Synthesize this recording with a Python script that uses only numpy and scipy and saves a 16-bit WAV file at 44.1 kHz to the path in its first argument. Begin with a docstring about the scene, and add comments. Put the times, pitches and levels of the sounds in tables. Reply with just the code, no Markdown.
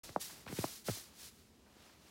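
"""A straw broom hisses and ticks as it sweeps snow off a pavement in five strokes, outdoors.
The hiss comes from bristles that catch and slip. Soft knocks close by drop quickly in pitch and
end as low thumps, and packed snow crunches as it gives way. A sleeve rustles as the sweeper
bends down and the broom brushes faintly as it lifts, over a quiet, distant rumble."""
import sys
import numpy as np
from scipy import signal
from scipy.fft import rfft, irfft
from scipy.io import wavfile
from scipy.ndimage import uniform_filter1d

SR = 44100
rng = np.random.default_rng(int(sys.argv[2]) if len(sys.argv) > 2 else 0)


def to_wav(s):
    """Save 16-bit WAV."""
    ch = np.atleast_2d(s).T  # columns
    pcm = np.round(np.clip(ch, -1, 1) * 32767)  # PCM
    wavfile.write(sys.argv[1], SR, pcm.astype(np.int16))


N = 92610

# Broom strokes. Each row: start in seconds, rise in seconds, curve of the rise (1 is straight),
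# drag in seconds, release in seconds, level in dB, drop during the drag in dB, tilt in dB per octave.
BROOM_STROKES = [(0.0, 0.04, 1.35, 0.056, 0.098, -51, 4.5, -1.5),
                 (.192, 0.024, 1.27, 0.02, 0.13, -42, 4, 0.96),
                 (0.461, 0.16, 0.9, 0.15, 0.057, -45, 7.5, 1),
                 (0.84, 0.041, 0.88, 0.094, 0.076, -44.5, 2, 0.44),
                 (1.111, 0.13, 1.28, 0.04, 0.037, -52, 2.5, 0)]
# The tone of straw. Each row: frequency in Hz, level in dB.
STRAW_TONE = [(150, -3.5), (400, -9), (1000, -7), (2000, -6), (2900, -4.5), (4400, 0), (5800, -0.5),
              (7500, -3), (11000, -4.5), (15500, -9)]
# Thumps. Each row: time in seconds, peak in dB, low edge in Hz, high edge in Hz, tilt in dB per octave,
# delay of each frequency in its own cycles, place of a dip in the tone in Hz, depth of that dip in dB.
SOFT_THUMPS = [(0.0923, -42.5, 96, 2270, -3.5, 1.24, 870, 19), (0.1612, -19.5, 168, 914, 4, 1.33, 394, 6.5),
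               (0.4659, -39, 106, 1230, -2.5, 1.17, 334, 13), (0.5249, -36.5, 124, 526, -2.5, 1.25, 305, 2),
               (0.587, -28.5, 111, 460, -1, 1.15, 264, 4.5), (.6390, -32.5, 125, 521, 0.9, 1.59, 220, 15),
               (.6421, -24.5, 410, 1143, -4.5, 1.06, 450, 21), (0.8844, -27, 136, 718, -2.5, 1.34, 290, 13),
               (.8961, -30, 110, 656, -1, 1.15, 193, 18), (0.9708, -47.5, 260, 700, 1, 0.93, 530, 12)]
# Bass rings. Each row: start in seconds, level in dB, pitch in Hz, fade time in seconds.
BASS_RINGS = [(0.605, -44, 119, 0.019), (0.908, -35, 100, 0.017)]
# Snow crunches. Each row: start in seconds, fade time in seconds, level in dB, middle frequency in Hz.
SNOW_CRUNCHES = [(0.084, 0.043, -57, 303), (0.174, 0.013, -47.5, 300), (0.297, 0.013, -52, 1210),
                 (0.319, 0.23, -64.5, 217), (0.462, .004, -50, 1990), (.476, 0.039, -48.5, 1370),
                 (0.494, 0.048, -49.5, 220), (.523, 0.0063, -49, 1066), (.568, 0.09, -52.5, 1840),
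                 (0.585, 0.011, -46.5, 990), (0.611, 0.042, -52, 446), (.638, 0.0064, -45, 1580),
                 (0.882, 0.013, -39.5, 1250), (1.04, 0.0049, -60, 2200), (1.661, 0.023, -64.5, 700),
                 (1.764, 0.024, -63.5, 394), (1.896, .005, -58, 960), (2.039, 0.022, -66, 230)]
# Rustles. Each row: middle in seconds, half length in seconds, level in dB, tilt in dB per octave.
SOFT_RUSTLES = [(0.376, 0.058, -60, 0), (1.084, 0.11, -67, -0.5), (1.38, 0.066, -67, 3),
                (1.69, 0.07, -73.5, -4), (1.859, 0.096, -63.5, -0.1), (2.1, 0.07, -63.5, 0.8)]
# The tone of the rustles. Each row: frequency in Hz, level in dB.
RUSTLE_TONE = [(150, -22), (500, 2.5), (1100, 3), (2200, 0), (5000, -1.5), (9000, -8), (15500, -13.5)]
# The tone of the outdoor rumble. Each row: frequency in Hz, level in dB.
RUMBLE_TONE = [(20, -17), (35, -15), (55, -4), (75, 1), (110, -8.5), (160, -5), (220, -1.5), (300, -7),
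               (380, -7.5), (600, -16), (1500, -23), (5000, -23), (9000, -28.5), (15500, -34)]

RELEASE_DB = 12.5  # how far a stroke fades over its release time
TICKS_PER_S, TICK_SPREAD_DB, TICK_RANGE_DB, TICK_DB, FLUTTER_DB = 4000, 4, 9, -5, 0.9
BASS_RESONANCE, EDGE_STEEPNESS, DIP_OCTAVES = 1.23, 4.6, 0.18
TAIL_DB, TAIL_FADE_S, RING_RISE_S = -20, 0.014, 0.0063
CRUNCH_OCTAVES, CRUNCH_RISE_S = 1, 0.0009
RUMBLE_DB = -65
SILENCE_S, FADE_IN_S, LOW_CUT_HZ, HIGH_CUT_HZ = 0.033, 0.004, 31, 16000


def broom():
    """Each stroke presses the straw down, drags it with fading force and lifts it."""
    out = np.zeros(N)
    for start, rise, curve, drag, release, db, drop_db, tilt_db in BROOM_STROKES:
        t = np.arange(N) / SR - start
        press = np.clip(t / rise, 0, 1) ** curve
        drag_db = drop_db * np.clip((t - rise) / drag, 0, 1)
        lift_db = RELEASE_DB * np.maximum(t - rise - drag, 0) / release
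        out += press * amp(db - drag_db - lift_db) * colour(friction(), STRAW_TONE, tilt_db)
    return out


def friction():
    """Fine hiss with many uneven ticks, fluttering as fibres catch and slip."""
    ticks = rng.uniform(-1.18, 1, N) * (rng.random(N) < TICKS_PER_S / SR)
    ticks *= amp(np.minimum(TICK_SPREAD_DB * rng.exponential(1, N), TICK_RANGE_DB))
    smooth_noise = uniform_filter1d(rng.standard_normal(N), size=300)
    flutter = unit(uniform_filter1d(smooth_noise, size=200))
    hiss = rng.standard_normal(N)
    return (hiss + amp(TICK_DB) * unit(ticks)) * amp(FLUTTER_DB * flutter)


def thumps():
    """Dull, hollow knocks whose low notes arrive last, each with a short grainy tail."""
    out, t = np.zeros(N), np.arange(N) / SR
    hz = np.maximum(np.fft.rfftfreq(N, 1 / SR), 1)
    for start, db, low_hz, high_hz, tilt_db, lag, dip_hz, dip_db in SOFT_THUMPS:
        s = 1j * hz / low_hz
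        low_cut = s ** 2 / (s ** 2 + s / BASS_RESONANCE + 1) * s / (s + .5)
        high_cut = 1 / np.sqrt(1 + (hz / high_hz) ** (2 * EDGE_STEEPNESS))
        hollow_db = dip_db * bell(octaves(dip_hz) / DIP_OCTAVES)
        tone = low_cut * high_cut * amp(tilt_db * octaves(high_hz) - hollow_db)
        # Each frequency comes lag / hz seconds late, so the pitch falls.
        delay = np.exp(-2j * np.pi * (hz * start + lag * np.log(hz / high_hz)))
        knock = irfft(tone * delay, N)
        grains = rng.standard_normal(N) * np.exp(-t / TAIL_FADE_S)
        tail = amp(TAIL_DB) * irfft(rfft(knock) * rfft(grains / np.linalg.norm(grains)), N)
        peak = abs(signal.hilbert(knock)).max()
        out += amp(db) * (knock + tail) / peak
    return out


def bass_rings():
    """A low note rings on briefly after two of the thumps."""
    out = np.zeros(N)
    for start, db, hz, fade in BASS_RINGS:
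        t = np.maximum(np.arange(N) / SR - start, 0)
        loudness = amp(db) * np.minimum(t / RING_RISE_S, 1) * np.exp(-t / fade)
        out += loudness * np.sin(2 * np.pi * hz * t)
    return out


def snow_crunches():
    """Short grainy bursts where packed snow gives way."""
    out = np.zeros(N)
    for start, fade, db, middle_hz in SNOW_CRUNCHES:
        t = np.maximum(np.arange(N) / SR - start, 0)
        band = bell(octaves(middle_hz) / CRUNCH_OCTAVES)
        grains = unit(irfft(rfft(friction()) * band, N))
        out += amp(db) * np.minimum(t / CRUNCH_RISE_S, 1) * np.exp(-t / fade) * grains
    return out


def rustles():
    """Soft swells of a sleeve, and one brighter brush as the broom lifts."""
    t = np.arange(N) / SR
    return sum(amp(db) * bell((t - middle) / half) * colour(friction(), RUSTLE_TONE, tilt_db)
               for middle, half, db, tilt_db in SOFT_RUSTLES)


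def outdoor_rumble():
    """Steady distant rumble with a little hiss."""
    return amp(RUMBLE_DB) * colour(rng.standard_normal(N), RUMBLE_TONE)


def amp(db):
    """Turns decibels into a number to multiply by."""
    return 10 ** (np.asarray(db) / 20)


def unit(x):
    """Scales a sound to an average strength (rms) of 1."""
    return x / np.sqrt(np.mean(x ** 2) + 1e-20)


def bell(x):
    """A smooth hump, highest where x is 0."""
    return np.exp(-.5 * x ** 2)


def octaves(ref_hz):
    """How many octaves each frequency lies above ref_hz."""
    return np.log2(np.maximum(np.fft.rfftfreq(N, 1 / SR), 1) / ref_hz)


def colour(x, tone, tilt_db=0):
    """Gives a sound a tone from a table, at strength 1; a tilt above 0 makes it brighter."""
    hz, db = np.transpose(tone)
    tone_db = np.interp(octaves(0.99), np.log2(hz), db) + tilt_db * octaves(1)
    return unit(irfft(rfft(x) * amp(tone_db), N))


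def scene():
    """Adds all the sounds into one channel; the snow returns no echo."""
    return (broom() + thumps() + bass_rings() + snow_crunches() + rustles() + outdoor_rumble())[None]


def record(dry):
    """After a moment of silence the sound fades in quickly, without its deepest bass or top treble."""
    fade_in = np.clip((np.arange(N) / SR - SILENCE_S) / FADE_IN_S, 0, 1)
    low_cut = signal.butter(2, LOW_CUT_HZ, "highpass", fs=SR, output="sos")
    high_cut = signal.firwin(511, HIGH_CUT_HZ, window=("kaiser", 9), fs=SR)
    thinned = signal.sosfilt(low_cut, dry * fade_in)
    return signal.oaconvolve(thinned, high_cut[None], "same")


dry = scene()
out = record(dry)
to_wav(out)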